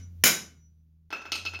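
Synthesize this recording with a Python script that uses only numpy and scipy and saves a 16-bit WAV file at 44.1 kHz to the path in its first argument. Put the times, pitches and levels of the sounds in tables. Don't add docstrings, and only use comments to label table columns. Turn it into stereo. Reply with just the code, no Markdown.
import sys
import numpy as np
from scipy import signal
from scipy.fft import rfft, irfft
from scipy.io import wavfile

SR = 44100
rng = np.random.default_rng(int(sys.argv[2]) if len(sys.argv) > 2 else 0)


def output_pcm(signal):
    pcm = np.clip(np.atleast_2d(signal).T, -1, 1) * 32767
    wavfile.write(sys.argv[1], SR, np.round(pcm).astype(np.int16))


N = 70560


def undb(db):
    return 10 ** (np.asarray(db) / 20)


def unit(x):
    return x / np.sqrt(np.sum(x ** 2, axis=-1, keepdims=True))


def over_hz(hz, points):
    f, v = np.array(points, float).T
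    return np.interp(np.log(hz + 1e-9), np.log(f), v)


def over_time(rows):
    rows = np.array(rows, float)
    t = np.arange(N) / SR
    return [np.interp(t, rows[:, 0], column) for column in rows.T[1:]]


def click(spectrum):
    size = 4096
    cepstrum = irfft(np.log(undb(over_hz(np.fft.rfftfreq(size, 1 / SR), spectrum))))
    cepstrum[1:size // 2] *= 2
    cepstrum[size // 2 + 1:] = 0
    return irfft(np.exp(rfft(cepstrum)))


def through(x, response):
    return signal.fftconvolve(np.atleast_2d(x), np.atleast_2d(response), axes=-1)[:, :N]


def later(x, s, size=N):
    k = int(round(s * SR))
    padded = np.pad(np.atleast_2d(x), ((0, 0), (max(k, 0), size)))
    return padded[:, max(-k, 0):][:, :size]


RESPONSE_S = 0.9


def age():
    return np.arange(int(RESPONSE_S * SR)) / SR


def crack(spectrum):
    return unit(later(click(spectrum), 0, size=len(age()))[0])


def ring(modes, rise_s):
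    t = age()
    out = 0
    for k, (hz, db, t60) in enumerate(modes):
        mode = np.cos(2 * np.pi * hz * t) * np.exp(-np.log(1000) * t / t60)
        out = out + (-1) ** k * undb(db) * unit(mode)
    return unit(out * (1 - np.exp(-t / rise_s)))


# frequency in Hz, correlation from 0 to 1.
STEREO_LIKENESS = [(40, 0.79), (90, 0.65), (250, 0.97), (600, 0.75), (1200, 0.21), (8000, 0)]


def stereo_noise(size=N):
    likeness = np.clip(over_hz(np.fft.rfftfreq(size, 1 / SR), STEREO_LIKENESS), -.99, .99)
    mid, side = rfft(rng.standard_normal((2, size)))
    shared = mid * np.sqrt((1 + likeness) / 2)
    opposed = np.array([[1], [-1]]) * side * np.sqrt((1 - likeness) / 2)
    return irfft(shared + opposed, size)


def near(length_s, order=1):
    t = age()
    fade = np.exp(-np.minimum(t / length_s, 20) ** order)
    return unit(stereo_noise(size=len(t)) * fade)


# band centre in Hz, time to fall 60 dB in seconds.
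ROOM_DECAY = [(60, 1), (170, 0.55), (450, 0.4), (2000, 0.33), (6000, 0.32), (10000, .29), (16000, 0.16)]
ROOM_RISE_S, ROOM_HOLD_S = 0.0034, 0.036


def garage():
    t = age()
    f = np.fft.rfftfreq(len(t), 1 / SR)
    noise = rfft(stereo_noise(size=len(t)))
    out = 0
    for share, (hz, t60) in zip(np.eye(len(ROOM_DECAY)), ROOM_DECAY):
        band_shape = [(row[0], s) for row, s in zip(ROOM_DECAY, share)]
        band = irfft(noise * over_hz(f, band_shape), len(t))
        out = out + band * np.exp(-np.log(1000) * np.maximum(t - ROOM_HOLD_S, 0) / t60)
    return unit(out * (1 - np.exp(-t / ROOM_RISE_S)))


def lean(x, right):
    sides = [click([(hz, side * db / 2) for hz, db in right]) for side in (-1, 1)]
    return through(x, np.array(sides))


# frequency in Hz, relative spectral level in dB.
RUMBLE_COLOUR = [(25, -2.5), (70, 1.5), (200, -5), (400, -22.5), (800, -36), (3000, -42.5), (15000, -49.5)]
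# time in seconds, level in dB.
RUMBLE_LEVEL = [(0, -58), (.22, -59), (.55, -68), (1.05, -71.5), (1.6, -63)]
# time in seconds, level in dB.
HISS_LEVEL = [(0, -86.5), (.22, -74), (.6, -87), (1.05, -93), (1.6, -84.5)]


def air():
    rumble_db, = over_time(RUMBLE_LEVEL)
    hiss_db, = over_time(HISS_LEVEL)
    rumble = through(stereo_noise(), unit(click(RUMBLE_COLOUR)))
    return undb(rumble_db) * rumble + undb(hiss_db) * stereo_noise()


# time in seconds, pitch in Hz, fundamental level in dB, octave level in dB.
HUM_PATH = [(0, 90.3, -41.5, -60), (.15, 85.8, -44.5, -56.5), (.22, 85.1, -41, -72),
            (.33, 80.45, -63, -58.5), (.53, 80.35, -55.5, -63.5), (.8, 79.43, -58, -67),
            (1.06, 80.3, -59, -65.5), (1.19, 84.25, -67.5, -75.5), (1.32, 83, -56.5, -76.5),
            (1.44, 87.9, -49, -69), (1.56, 86.5, -45.5, -66), (1.6, 86.5, -47.5, -81)]


def hum():
    hz, first_db, octave_db = over_time(HUM_PATH)
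    phase = 2 * np.pi * np.cumsum(hz) / SR
    first = undb(first_db) * np.sin(phase)
    octave = undb(octave_db) * np.sin(2 * phase)
    return np.sqrt(2) * (first + octave)


# time in seconds, level in dB before the trim.
THIN_SWELL = [(0, -63), (.035, -48.5), (.1, -73), (.2, -87.5), (.26, -38), (.46, -50), (.535, -72.5),
              (.59, -67.5), (.66, -60.5), (.72, -79.5), (.76, -85.5), (.81, -83.5), (.86, -105)]
THIN_HZ, THIN_TRIM_DB = 5910, -7.5


def thin_ring():
    db, = over_time(THIN_SWELL)
    return undb(db + THIN_TRIM_DB) * np.sin(2 * np.pi * THIN_HZ * np.arange(N) / SR)


MIRROR_DB, SCATTER_DB = -5, -3
ECHO_SPREAD_S = 0.0078


def wall():
    mirror = age() == 0
    return undb(MIRROR_DB) * mirror + undb(SCATTER_DB) * near(ECHO_SPREAD_S)


# start in seconds, then levels in dB of dull knock, clank,
# head ring, tick and the contact's send to the wall echoes.
FLOOR_CONTACTS = [(1.1044, -19, -27, -27, -39, 6.5), (1.124, -31.5, -38, -7, -43, -30),
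                  (1.127, -7, -36, -10, -28.5, -3), (1.165, -32.5, -44, -25.5, -58, -23),
                  (1.218, -21.5, -28.5, -24, -46.5, -14.5), (1.2541, -16, -41, -15, -42, -2),
                  (1.3192, -16.5, 0, -3, -16.5, -2), (1.354, -19, -7.5, -16, -15.5, -16),
                  (1.452, -16.5, -11.5, -6.5, -28.5, 8), (1.536, -18, -25, -14.5, -32, 11),
                  (1.59, -21.5, -22.5, -36.5, -34, -4)]
# frequency in Hz, relative spectral level in dB.
HANDLE_KNOCK = [(30, -22.5), (100, -15), (190, -1), (500, 3.5), (900, 2), (1500, 7.5), (2000, -1.5),
                (2600, 0.5), (6000, -18), (15000, -48)]
# frequency in Hz, relative spectral level in dB.
HEAD_CLANK = [(40, -27), (200, -13), (1000, -18), (2000, -7), (2900, 2.5), (3600, -6.5), (4300, 3),
              (4750, -5), (5150, 0.5), (5550, -9), (6700, -6), (7200, -14), (8000, -20), (12000, -24.5),
              (15800, -49)]
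# frequency in Hz, relative spectral level in dB.
GRIT_TICK = [(1000, -22), (6500, 13.5), (8400, 21), (10000, -9), (12900, -9.5), (13600, -10), (14200, -11),
             (15000, -36), (16000, -23)]
# frequency in Hz, relative level in dB, 60 dB decay in seconds.
HEAD_MODES = [(1322, 0, 0.096), (1341, -27, 0.095), (2560, -1.5, 0.29), (2621, 7.5, 0.11),
              (2697, 1.5, 0.14), (2740, -1, 0.26), (2975, -11.5, .12), (3690, -15.5, 0.48),
              (4235, -13.5, 0.18), (4310, -17, 0.067), (5020, -10.5, 0.083), (5220, -8, 0.17),
              (5920, -9, .22), (6600, -21.5, 0.17), (6800, -11, .3), (8250, -29.5, 0.18),
              (14140, -24, 0.044)]
# frequency in Hz, difference in dB.
FLOOR_LEAN = [(100, 5.5), (700, -1.5), (1300, 3.5), (4400, -0.5), (8000, 0), (15000, 14)]
# delay in seconds, level in dB.
WALL_ECHOES = [(.011, 0.5), (0.0222, -2.5)]
# frequency in Hz, gain in dB.
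WALL_COLOUR = [(200, -9), (1400, -26), (2000, -7.5), (2650, -3), (3400, -4.5), (4300, -1.5), (7000, -21),
               (14000, -26)]
HEAD_RISE_S = 0.00023
CHATTER_S, KNOCK_ROOM_DB = 0.0071, -2.5


def hammer_laid_down():
    knock, clank, tick = crack(HANDLE_KNOCK), crack(HEAD_CLANK), crack(GRIT_TICK)
    head = ring(HEAD_MODES, HEAD_RISE_S)
    contacts, to_walls = 0, 0
    for s, knock_db, clank_db, ring_db, tick_db, echo_db in FLOOR_CONTACTS:
        dull = undb(knock_db) * knock
        steel = undb(clank_db) * clank + undb(ring_db) * head
        contact = later(dull + steel + undb(tick_db) * tick, s)
        contacts = contacts + contact
        to_walls = to_walls + undb(echo_db) * contact
    reflections = sum(undb(db) * later(wall(), s, size=SR // 10) for s, db in WALL_ECHOES)
    echoes = through(to_walls, through(reflections, click(WALL_COLOUR)))
    space = near(CHATTER_S) + undb(KNOCK_ROOM_DB) * garage()
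    return lean(through(contacts, space) + echoes, FLOOR_LEAN)


# start in seconds, level in dB.
PUNCH_BLOWS = [(-0.27, 14), (0.238, 13)]
# frequency in Hz, relative spectral level in dB.
STEEL_CRACK = [(50, -27.5), (160, 3), (400, -1), (900, -6.5), (1500, 0.5), (2400, 0.5), (4400, -4.5),
               (5300, 2), (6900, 3), (9500, 0.5), (15500, -8)]
# frequency in Hz, relative level in dB, 60 dB decay in seconds.
PUNCH_MODES = [(1435, -11, .24), (1526.5, -7.5, 0.18), (2074, -12, 0.069), (2180, -7, 0.29),
               (2356, -10.5, .09), (2886, -13, .17), (2997, -7, 0.18), (3870, -3, .11), (5187, -6, 0.11),
               (6450, -8.5, 0.13), (6740, -3.5, 0.25), (6790, -4, .19), (6940, -6.5, .2), (11805, -12, .12),
               (12435, -14.5, .14), (14565, -13, .12)]
# frequency in Hz, difference in dB.
BLOW_LEAN = [(100, -1), (700, 1), (2400, 1.5), (4400, -2.5), (9000, 2.5), (15000, 5.5)]
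PUNCH_RING_DB, PUNCH_RISE_S = -7, 0.0001
BLOW_ROOM_DB, BLOW_NEAR_S = 3.5, 0.0051


def punch():
    steel = crack(STEEL_CRACK) + undb(PUNCH_RING_DB) * ring(PUNCH_MODES, PUNCH_RISE_S)
    space = near(BLOW_NEAR_S, order=4) + undb(BLOW_ROOM_DB) * garage()
    blow = lean(through(steel, space), BLOW_LEAN)
    return sum(undb(db) * later(blow, s) for s, db in PUNCH_BLOWS)


def scene():
    return punch() + thin_ring() + hammer_laid_down() + hum() + air()


# frequency in Hz, gain in dB.
MIC_COLOUR = [(100, -1), (7050, 3.5), (7350, -1.5), (8000, -14.5), (8300, -5.5), (9100, -1.5), (15000, 7.5)]
CEILING, TOP_HZ = 1.1, 15850


def record(dry):
    rounded = CEILING * np.tanh(dry / CEILING)
    coloured = through(rounded, click(MIC_COLOUR))
    top_cut = signal.ellip(10, .2, 80, TOP_HZ, fs=SR, output="sos")
    return signal.sosfilt(top_cut, coloured)


dry = scene()
out = record(dry)
output_pcm(out)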